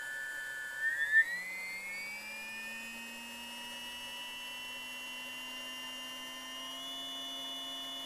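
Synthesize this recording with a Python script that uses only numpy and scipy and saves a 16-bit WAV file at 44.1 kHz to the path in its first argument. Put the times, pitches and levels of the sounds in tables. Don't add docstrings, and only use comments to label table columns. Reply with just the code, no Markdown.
import sys
import numpy as np
from scipy import signal
from scipy.fft import rfft, irfft, next_fast_len
from scipy.io import wavfile
from scipy.ndimage import uniform_filter1d

SR = 44100
rng = np.random.default_rng(int(sys.argv[2]) if len(sys.argv) > 2 else 0)


def to_wav(s):
    ch = np.atleast_2d(s).T
    pcm = np.round(np.clip(ch, -1, 1) * 32767)
    wavfile.write(sys.argv[1], SR, pcm.astype(np.int16))


N = 355005

# (t/s, speed/Hz)
SPEED = [(0.0, 133.55), (0.2, 134.89), (0.76, 133.74), (0.87, 138.79), (1.47, 186.11), (1.74, 191.21),
         (2.17, 211.36), (2.48, 222.08), (2.95, 230.86), (3.38, 236.84), (3.87, 241.63), (4.76, 249.01),
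         (5.34, 251.83), (5.47, 254.01), (6.42, 256.93), (6.62, 259.85), (6.93, 267.04), (8.05, 266.88)]
INERTIA_S = 0.12
MID_SPEED_HZ = 200

# (level/dB at mid speed before swells, growth/dB per doubling of speed,
#   swells or dips [(speed/Hz, half width/Hz, change/dB), ..]); levels are before the housing.
WHINE_ORDERS = (11, 12, 13)
WHINE_ROWS = [(-48.7, 5.1, [(161.2, 2.2, 4), (167.6, 2.6, -15), (201.7, 13.3, 2.4), (238.3, 8.1, -6.4),
              (257.3, 1, -5.3)]), (-55.8, 6.8, [(166.8, 3, 12.5), (172.9, 5, -11.5), (219.2, 5.7, -8.7),
              (243.5, 8.1, 6.2), (266, 1.9, -11.9)]), (-57.7, 3.3, [(143.9, 2.1, 9.3), (235.9, 4.6, -5.8),
              (254.7, 10.9, -8.4), (262.9, 1.1, -8.2)])]
SHRILL_ORDERS = (22, 23, 24, 26)
SHRILL_ROWS = [(-79, 10, [(230, 14.5, 11), (253.7, 16, 10.7), (260.8, 3.3, 6.9)]),
               (-65.5, -8.5, [(150.6, 1.1, 4), (201, 31, 10), (248, 3.2, -13), (267, 7.8, 3)]),
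               (-76, 9, [(226, 10, 3)]), (-81, 13.5, [(245, 10.4, 11), (217.5, 11, 12), (267, 3, 0)])]
SHRILL_FADE_DB, SHRILL_FADE_HZ = 2, 2
# (f/Hz, half width/Hz, change/dB)
CAN_NULLS = [(2020, 12, -4), (2142, 12, -4), (2343, 14, -6), (3345, 45, -15), (3835, 70, -10),
             (4247, 55, -10), (4552, 45, -20), (5303, 30, -10)]
HUM_ORDERS = (1, 2.57, 4, 7, 8)
HUM_ROWS = [(-65, 15.3, [(165, 9, -14), (176, 6, 8), (232, 7.9, 6), (245.6, 4.4, -5.5), (134, 20, -9)]),
            (-74, 40.3, [(230, 20.8, -28)]), (-68.5, 16.5, [(150, 12, -17), (228, 7.2, -12.5),
            (260, 5.3, 5.5)]), (-88.5, 5, [(242, 21, 3.7)]), (-80.5, 5.3, [(216, 5.9, 6.9),
            (254.6, 20.4, 15.3), (231.7, 4, 4.3)])]
# (level/dB, loudest speed/Hz, change of speed that costs 6 dB/Hz)
FAINT_ORDERS = (6, 9, 14, 16, 18.71, 20, 21, 25.56, 28, 35, 36)
OVERTONE_ROWS = [(-74.5, 255, 5), (-78, 226, 30), (-66, 310, 11), (-81, 690, 87), (-72.5, 243, 15),
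                 (-74.5, 263, 46), (-62.5, 164, 2), (-84, 410, 71), (-77, 214, 29), (-73.5, 135, 9),
                 (-77, 220, 14)]

SWITCH_HZ, SWITCH_DB, DUTY_POWER, RIPPLE_POWER = 7964.6, -62, 1.8, 0.67
# (offset/shaft speeds, level against the carrier/dB)
SIDEBANDS = [(-5, -21), (-10, -10), (14, -25)]

RACE_ORDER = 4.428
# (f/Hz, level/dB)
RACE_SPECTRUM = [(6000, -95), (6700, -82), (7150, -77), (7600, -90), (8500, -79), (9100, -76),
                 (9500, -74.5), (10000, -74.5), (10600, -100), (11200, -80), (12000, -82), (13000, -90)]
RACE_BITE = (1.9, 1.6, [(237, 9.4, 4.5), (266.6, 5, -11)])
# (f/Hz, relative level per Hz/dB)
ROLLING_SPECTRUM = [(40, -12), (130, -6.5), (300, -1), (560, -3.5), (930, -1.5), (1300, -3.5), (1780, -15),
                    (2150, -5.5), (2800, -7), (3500, -10), (4500, -3.5), (7200, -17), (10400, -12.5),
                    (15000, -8)]
ROLLING_DB = -58.5

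# (f/Hz, width/Hz, level against the direct sound/dB)
HOUSING_MODES = [(122, 7.6, 10), (303, 32, -1.5), (560.3, 25.8, 16.5), (918.6, 42, 12.5), (1800, 22, 30),
                 (1913, 25, 5), (3470, 100, 10), (7144, 330, 10), (9490, 330, 2), (10520, 470, 7)]
DRONE_ROW = (-82, -2.6, [(243, 12, 7)])
# (f/Hz, relative level per Hz/dB)
HISS_SPECTRUM = [(20, 10.5), (58, -33), (85, -6), (200, -2.5), (500, -2), (1150, 4), (2000, 1), (4000, -7),
                 (6000, -7), (8300, -7), (10500, -4), (11300, -11.5), (11900, -6), (12800, -8.5),
                 (15000, -18)]
HISS_DB = -57
EDGE_HZ = 15000

LEAD = SR // 4
LENGTH = LEAD + N
T = (np.arange(LENGTH) - LEAD) / SR
SIZE = next_fast_len(LENGTH + SR)
HZ = np.fft.rfftfreq(SIZE, 1 / SR) + 1e-3


def amp(db):
    return 10 ** (np.asarray(db) / 20)


def unit(x):
    return x / np.sqrt(np.mean(x ** 2) + 1e-20)


def filtered(x, response):
    return irfft(rfft(x, SIZE) * response, SIZE)[:LENGTH]


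def noise(spectrum):
    hz, db = np.transpose(spectrum)
    shape_db = np.interp(np.log(HZ), np.log(hz), db)
    return unit(filtered(rng.standard_normal(LENGTH), amp(shape_db)))


def waver(rate_hz):
    return unit(filtered(rng.standard_normal(LENGTH), 1 / (1 + (HZ / rate_hz) ** 2)))


def bumps(rows, hz):
    return sum(db * np.exp(-((hz - centre) / width) ** 2) for centre, width, db in rows)


def level(row, speed):
    db, growth_db, swells = row
    return db + growth_db * np.log2(speed / MID_SPEED_HZ) + bumps(swells, speed)


def tone(angle, db, flutter, flutter_hz):
    start, tremble_start = rng.uniform(0, 2 * np.pi, 2)
    steady = np.cos(angle + start)
    tremble = flutter * waver(flutter_hz) * np.cos(angle + tremble_start)
    return np.sqrt(2) * amp(db) * (steady + tremble)


def mode(hz, width):
    return 1 / (1 + 1j * (HZ ** 2 - hz ** 2) / (HZ * width))


def shaft_speed():
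    stages = np.interp(T, *np.transpose(SPEED))
    return uniform_filter1d(stages, round(INERTIA_S * SR), mode="nearest")


def shaft_angle(speed):
    unsteady_speed = speed + 0.037 * waver(rate_hz=8.5)
    return 2 * np.pi * np.cumsum(unsteady_speed) / SR


def whine(angle, speed):
    out = np.zeros(LENGTH)
    for order, row in zip(WHINE_ORDERS, WHINE_ROWS):
        db = level(row, speed) + bumps(CAN_NULLS, order * speed)
        out += tone(order * angle, db, flutter=0.1, flutter_hz=25.2)
    return out


def shrill(angle, speed):
    out = np.zeros(LENGTH)
    for order, row in zip(SHRILL_ORDERS, SHRILL_ROWS):
        fade_db = SHRILL_FADE_DB * waver(SHRILL_FADE_HZ)
        db = level(row, speed) + bumps(CAN_NULLS, order * speed) + fade_db
        out += tone(order * angle, db, flutter=0.11, flutter_hz=23)
    return out


def hum(angle, speed):
    out = np.zeros(LENGTH)
    for order, row in zip(HUM_ORDERS, HUM_ROWS):
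        out += tone(order * angle, level(row, speed), flutter=0.12, flutter_hz=25)
    return out


def overtones(angle, speed):
    out = np.zeros(LENGTH)
    for order, (db, best_hz, spread_hz) in zip(FAINT_ORDERS, OVERTONE_ROWS):
        swell_db = -20 * np.log10(2) * ((speed - best_hz) / spread_hz) ** 2
        out += tone(order * angle, db + swell_db, flutter=0.13, flutter_hz=20.0)
    return out


def controller(angle, speed):
    carrier = 2 * np.pi * SWITCH_HZ * T
    whistle = np.cos(carrier)
    for offset, db in SIDEBANDS:
        whistle += amp(db) * np.cos(carrier + round(offset) * angle)
    duty = (speed / speed.max()) ** DUTY_POWER
    ripple = abs(np.sin(np.pi * duty)) ** RIPPLE_POWER
    return amp(SWITCH_DB) * ripple * whistle


def race(angle, speed, load=0.13, unrest_db=2.0, count=19):
    hz, db = np.transpose(RACE_SPECTRUM)
    ticks = np.zeros(LENGTH)
    for order in RACE_ORDER * np.arange(1, count):
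        strength = np.interp(order * speed, hz, amp(db), left=0, right=0)
        ticks += strength * np.cos(order * angle + rng.uniform(0, 2 * np.pi))
    bite_db = level(RACE_BITE, speed) + unrest_db * waver(rate_hz=14)
    return ticks * (1 + load * np.cos(angle)) * amp(bite_db)


def bearings(angle, speed, growth=0.18, throb=0.1, unrest_db=1.14):
    speed_gain = (speed / speed.max()) ** growth
    turn_gain = 1 + throb * np.cos(angle)
    unrest = amp(unrest_db * waver(rate_hz=25))
    return amp(ROLLING_DB) * speed_gain * turn_gain * unrest * noise(ROLLING_SPECTRUM)


def housing(force):
    ringing = sum(amp(db) * mode(hz, width) for hz, width, db in HOUSING_MODES)
    return filtered(force, 1 + ringing)


def drone(speed, hz=61, width=5):
    rumble = unit(filtered(rng.standard_normal(LENGTH), mode(hz, width) ** 2))
    return amp(level(DRONE_ROW, speed)) * rumble


def hiss():
    return amp(HISS_DB) * noise(HISS_SPECTRUM)


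def scene():
    speed = shaft_speed()
    angle = shaft_angle(speed)
    tones = whine(angle, speed) + shrill(angle, speed) + hum(angle, speed) + overtones(angle, speed)
    force = tones + controller(angle, speed) + race(angle, speed) + bearings(angle, speed)
    sound = housing(force) + drone(speed) + hiss()
    return np.array([sound, sound])[:, LEAD:]


def record(dry):
    low_pass = signal.firwin(1023, EDGE_HZ, window=("kaiser", 9), fs=SR)
    return signal.oaconvolve(dry, low_pass[None], "same")


dry = scene()
out = record(dry)
to_wav(out)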